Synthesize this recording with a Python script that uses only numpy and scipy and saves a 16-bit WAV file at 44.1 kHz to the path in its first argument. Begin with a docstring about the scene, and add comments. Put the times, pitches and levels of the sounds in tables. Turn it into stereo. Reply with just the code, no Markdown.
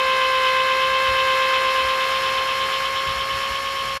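"""A close, buzzing whine: a mains drill turns a mixing rod in a bucket of thick paint, outdoors.
The rotor whines and buzzes with each current pulse; the gears rasp and ring the housing, swelling
once per chuck turn; the fan hisses. The drill speeds up slightly and is tilted away, so the whine
thins. Light wind puffs on the microphone over a faint, distant rumble."""
import sys
import numpy as np
from scipy import signal
from scipy.fft import rfft, irfft
from scipy.io import wavfile
from scipy.ndimage import uniform_filter1d

SR = 44100
rng = np.random.default_rng(int(sys.argv[2]) if len(sys.argv) > 2 else 0)


def wrap_up_sound(samples):
    """Save the sound to the file named by the first command line argument, as 16-bit audio."""
    columns = np.atleast_2d(samples).T
    # keep every value between -1 and 1, then stretch to whole-number steps
    tamed = np.clip(columns, -1, 1)
    steps = np.round(tamed * 32767).astype(np.int16)
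    wavfile.write(sys.argv[1], SR, steps)


N = 176400

# Whine pitch. Each row: time in seconds, twice the rotor speed in Hz.
WHINE_HZ = [(0.0, 1049), (0.47, 1043), (1.03, 1054), (2.02, 1053), (2.06, 1059), (2.38, 1060), (3.0, 1075),
            (3.18, 1078), (3.53, 1092), (3.97, 1082)]
# Rotor partials. Each row: multiple of rotor speed, level in dB, change at full tilt in dB,
# left minus right in dB, swing per chuck turn in dB, phase of that swing in turns.
ROTOR_PARTIALS = [(1, -25, -10, -4.5, 0.53, 0.29), (2, -20, -6.5, -4.5, 1.12, .89),
                  (3, -26, -16, -4, 1.8, 0.61), (4, -33.5, -9, -3.5, 0.8, 0.5),
                  (5, -27.2, -17, -14, 1.5, 1), (6, -34, -5, -21, 2.7, 1), (7, -47, -19, -24, 0, 1),
                  (8, -37.5, -6, -9.5, 4.3, 0.32), (9, -55, -6, 4.5, 13, 0.32), (10, -43, 2, 4, -1.5, 0.32)]
# Mains sidebands. Each row: rotor multiple, four levels in dB (at -2, -1, +1, +2 times the mains
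# frequency), change at full tilt in dB, left minus right in dB.
MAINS_SIDEBANDS = [(1, -53, -45.5, -66, -56, -7.5, 0.5), (2, -83, -37, -36.4, -33, -4, -4),
                   (3, -39, -37.5, -33.5, -32, -5.5, -14), (4, -45, -30, -31, -36, -7.5, -14.5),
                   (5, -41, -31, -41.5, -57, -9.5, -19), (6, -34, -54, -47, -66, -9, -6),
                   (7, -38, -53, -57, -36, -11, -21), (8, -51, -39, -55, -56, -1, 4)]
# Noise around the partials. Each row: rotor multiple, level in dB, change at full tilt in dB,
# left minus right in dB.
NOISE_SKIRTS = [(2, -37, -3, -1.5), (3, -34, -8, -5), (4, -37.5, -9, -10), (5, -36, -10, -13),
                (6, -36.5, -7, -7.5), (7, -37.5, -17, -14), (8, -45, -13, -4)]
# Gear rasp. Each row: frequency in Hz, relative density in dB.
RASP_SPECTRUM = [(200, -19), (310, -17.5), (410, -8.5), (600, -13), (800, -7), (1050, -4), (1300, 0.5),
                 (1600, -4), (1900, -4.5), (2300, -5), (2550, -2.5), (2820, -6.5), (3300, -4.5),
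                 (3650, -6.5), (4300, -8.5), (5500, -17.5), (8000, -35)]
# Gear rasp envelope. Each row: time in seconds, gain in dB.
RASP_GAIN_DB = [(0, -27), (1.2, -25.5), (2.2, -24.5), (3.0, -27), (4, -31.5)]
# Housing resonance. Each row: frequency in Hz, relative density in dB.
RING_SPECTRUM = [(2700, -26), (2930, -8), (3020, -0.5), (3130, -6), (3400, -26)]
# Fan air and brush hiss. Each row: frequency in Hz, relative density in dB.
HISS_SPECTRUM = [(100, -7.5), (300, -10.5), (1000, -3), (3100, 1.5), (3700, -7), (4250, -5), (4900, -3.5),
                 (5350, -1.5), (6100, -11), (7400, -10.5), (8200, -19.5), (9200, -12.5), (10400, -17.5),
                 (12300, -14), (13600, -24.5)]
# Hiss envelope. Each row: time in seconds, gain in dB.
HISS_GAIN_DB = [(0, -2), (1.2, -1), (2.3, -0.1), (3.0, -1.7), (4, -1.5)]
# Distant rumble. Each row: frequency in Hz, relative density in dB.
RUMBLE_SPECTRUM = [(35, -20), (70, -6), (125, -4.5), (200, -3), (320, -10.5), (600, -11)]
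# Wind on the microphone. Each row: frequency in Hz, relative density in dB.
WIND_SPECTRUM = [(20, -26), (40, -17), (60, -1.5), (85, -8), (125, -10), (210, -25), (500, -49)]
# Wind puffs. Each row: peak time in seconds, level in dB, half-width in seconds.
WIND_PUFFS = [(0.876, -44, 0.064), (1.12, -33.5, 0.042), (1.865, -35, .028), (2.917, -45, 0.051),
              (3.092, -29, 0.023), (3.212, -37, 0.048), (3.355, -34, 0.034), (3.518, -31.5, 0.019),
              (3.9, -37, 0.072)]
# Phase between the microphone ports. Each row: frequency in Hz, lead of the left in radians.
PORT_LEAD_RAD = [(100, 0), (525, 0.04), (1050, -0.7), (1570, -1.92), (2100, 1), (2600, 0.7), (3100, 0.2),
                 (3650, 0.9), (4200, 2.5), (5300, 2.5)]

MAINS_HZ, GEAR_RATIO = 59.93, 63
RASP_SWELL_TURNS = 0.93  # chuck angle where rasp and ring peak


def undb(db):
    """Decibels to gain."""
    return 10 ** (np.asarray(db) / 20)


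def curve(t, points):
    """Straight lines through (time, value) points."""
    return np.interp(t, *np.array(points).T)


def per_bin(points, outside=None):
    """(Hz, value) points interpolated to the FFT bins over log frequency."""
    hz, values = np.array(points).T
    bin_hz = np.maximum(np.arange(N // 2 + 1) * SR / N, 1)
    return np.interp(np.log(bin_hz), np.log(hz), values, left=outside, right=outside)


def colour(x, spectrum):
    """Shape x by (Hz, dB) points, then scale to unit RMS."""
    shaped = irfft(rfft(x) * undb(per_bin(spectrum, outside=-70)), N)
    return shaped / np.std(shaped)


def walk(hz):
    """Smooth random wander of order 1, hz steps per second."""
    hold = max(int(SR / hz), 1)
    steps = np.repeat(rng.standard_normal(N // hold + 1), hold)
    return uniform_filter1d(uniform_filter1d(steps, hold), hold)[:N]


def cycle(turns):
    """One cosine period per turn."""
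    return np.cos(2 * np.pi * turns)


def pan(x, left_db):
    """Mono to stereo, left level relative to right."""
    return np.array([undb(left_db) * x, x])


def rotor_whine(rotor, chuck, mains, tilt):
    """Rotor partials; the current pulses flank the lower eight with sidebands."""
    out, voices = 0, []
    for k, db, tilt_db, left_db, swell_db, swell_turns in ROTOR_PARTIALS:
        flicker_db = 0.36 * walk(hz=16)
        swell = undb(swell_db * cycle(chuck - swell_turns) + flicker_db)
        turns = round(k) * rotor - 0.0362 * (round(k) - 1) ** 2  # the housing delays higher partials
        voices.append((turns, swell))
        out += pan(undb(db + tilt_db * tilt) * swell * cycle(turns), left_db)
    for (k, *side_db, tilt_db, left_db), (turns, swell) in zip(MAINS_SIDEBANDS, voices):
        wobble_turns = 0.25 * (round(k) > 2)  # here the pulses shake speed more than level
        lag_turns = 0.075 * (round(k) - 2)  # higher partials answer a pulse later
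        buzz = sum(undb(db) * cycle(turns + m * (mains - lag_turns) + wobble_turns)
                   for m, db in zip((-2, -1, 1, 2), side_db))
        out += pan(undb(tilt_db * tilt) * swell * buzz, left_db)
    return np.sqrt(2) * out


def tooth_roughness(rotor, chuck, tilt):
    """Uneven tooth contact smears the partials into narrow noise bands."""
    out = 0
    for (k, db, tilt_db, left_db), (*_, swell_db, swell_turns) in zip(NOISE_SKIRTS, ROTOR_PARTIALS[1:]):
        phase_rad = 2 * np.pi * round(k) * rotor
        band = walk(hz=260.1) * np.cos(phase_rad) + walk(hz=260.1) * np.sin(phase_rad)
        level_db = db + tilt_db * tilt + swell_db * cycle(chuck - swell_turns)
        out += pan(band * undb(level_db), left_db)
    return out


def gear_rasp(t, rotor, chuck, mains, mains_db=-1.5, split_hz=2460, swell_db=5, left_db=-7):
    """The gears scrape on every rotor turn; the treble swells once per chuck turn."""
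    mesh = np.exp(0.81 * cycle(rotor)) * undb(mains_db * cycle(mains))
    rasp = colour(mesh * rng.standard_normal((2, N)), RASP_SPECTRUM)
    dull = signal.sosfiltfilt(signal.butter(4, split_hz, fs=SR, output="sos"), rasp)
    swell = undb(swell_db * cycle(chuck - RASP_SWELL_TURNS))
    direct, scattered = dull + (rasp - dull) * swell
    stereo = pan(direct, left_db)
    stereo[0] += 0.38 * undb(left_db) * scattered
    return stereo * undb(curve(t, RASP_GAIN_DB))


def housing_ring(chuck, tilt, level_db=-32.5, tilt_db=-1.5):
    """The gears ring the housing at a fixed pitch, throbbing once per chuck turn."""
    throb_db = 3.5 * cycle(chuck - RASP_SWELL_TURNS)
    ring = colour(rng.standard_normal(N), RING_SPECTRUM)
    return pan(ring * undb(level_db + tilt_db * tilt + throb_db), left_db=-8)


def fan_hiss(t, chuck, mains, base_db=-30):
    """Cooling air and brush hiss, different at each port, fluttering with current and chuck."""
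    flutter_db = 1.4 * cycle(mains - 0.25) - 1.2 * cycle(chuck) + 0.5 * walk(hz=20)
    hiss = colour(rng.standard_normal((2, N)), HISS_SPECTRUM)
    return hiss * undb(base_db + curve(t, HISS_GAIN_DB) + flutter_db)


def distant_rumble(level_db=-50.5):
    """Faint outdoor rumble, nearly the same at both ports."""
    mid, side = colour(rng.standard_normal((2, N)), RUMBLE_SPECTRUM)
    return undb(level_db) * np.array([mid + 0.13 * side, mid - 0.13 * side])


def wind(t, breeze_db=-46, left_db=-9):
    """A faint breeze with short puffs, mostly on the right port."""
    force = undb(breeze_db + 2 * walk(hz=5.05))
    for peak_s, db, half_width_s in WIND_PUFFS:
        force += undb(db) * np.exp(-((t - peak_s) / half_width_s) ** 2)
    return colour(rng.standard_normal((2, N)), WIND_SPECTRUM) * force * undb([[left_db], [0]])


def port_phase(stereo):
    """The drill is on the right; the longer path to the left port shifts its phase."""
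    left, right = stereo
    shifted = irfft(rfft(left) * np.exp(1j * per_bin(PORT_LEAD_RAD)), N)
    return np.array([shifted, right])


def scene(tilt_from_s=1.44, tilt_to_s=3.4):
    """The drill, driven by rotor speed, mains, paint drag and tilt, plus wind and rumble."""
    t = np.arange(N) / SR
    drag = walk(hz=14)  # uneven paint: more drag is slower and louder
    drag_db = 0.33 * drag
    rotor_hz = curve(t, WHINE_HZ) / 2
    rod_load = cycle(np.cumsum(rotor_hz) / SR / GEAR_RATIO)  # peaks once per chuck turn
    slowing = 0.0012 * drag + 0.0017 * rod_load
    jitter_turns = 0.0054 * walk(hz=152)
    # rotor, chuck and mains are phases in turns
    rotor = np.cumsum(rotor_hz * (1 - slowing)) / SR + jitter_turns
    chuck = rotor / GEAR_RATIO
    mains = MAINS_HZ * t
    tilt = np.clip((t - tilt_from_s) / (tilt_to_s - tilt_from_s), 0, 1)
    rasp = gear_rasp(t, rotor, chuck, mains)
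    whine = rotor_whine(rotor, chuck, mains, tilt) + tooth_roughness(rotor, chuck, tilt)
    drill = port_phase(whine + rasp + housing_ring(chuck, tilt)) + fan_hiss(t, chuck, mains)
    return drill * undb(drag_db) + wind(t) + distant_rumble()


def record(dry, fade_from_s=3.972, decay_s=0.0055, top_hz=14100):
    """A fast fade in the last instant, then a steep low-pass."""
    fade = np.exp(-np.maximum(np.arange(N) / SR - fade_from_s, 0) / decay_s)
    return signal.sosfilt(signal.ellip(10, 0.2, 80, top_hz, fs=SR, output="sos"), dry * fade)


dry = scene()
out = record(dry)
wrap_up_sound(out)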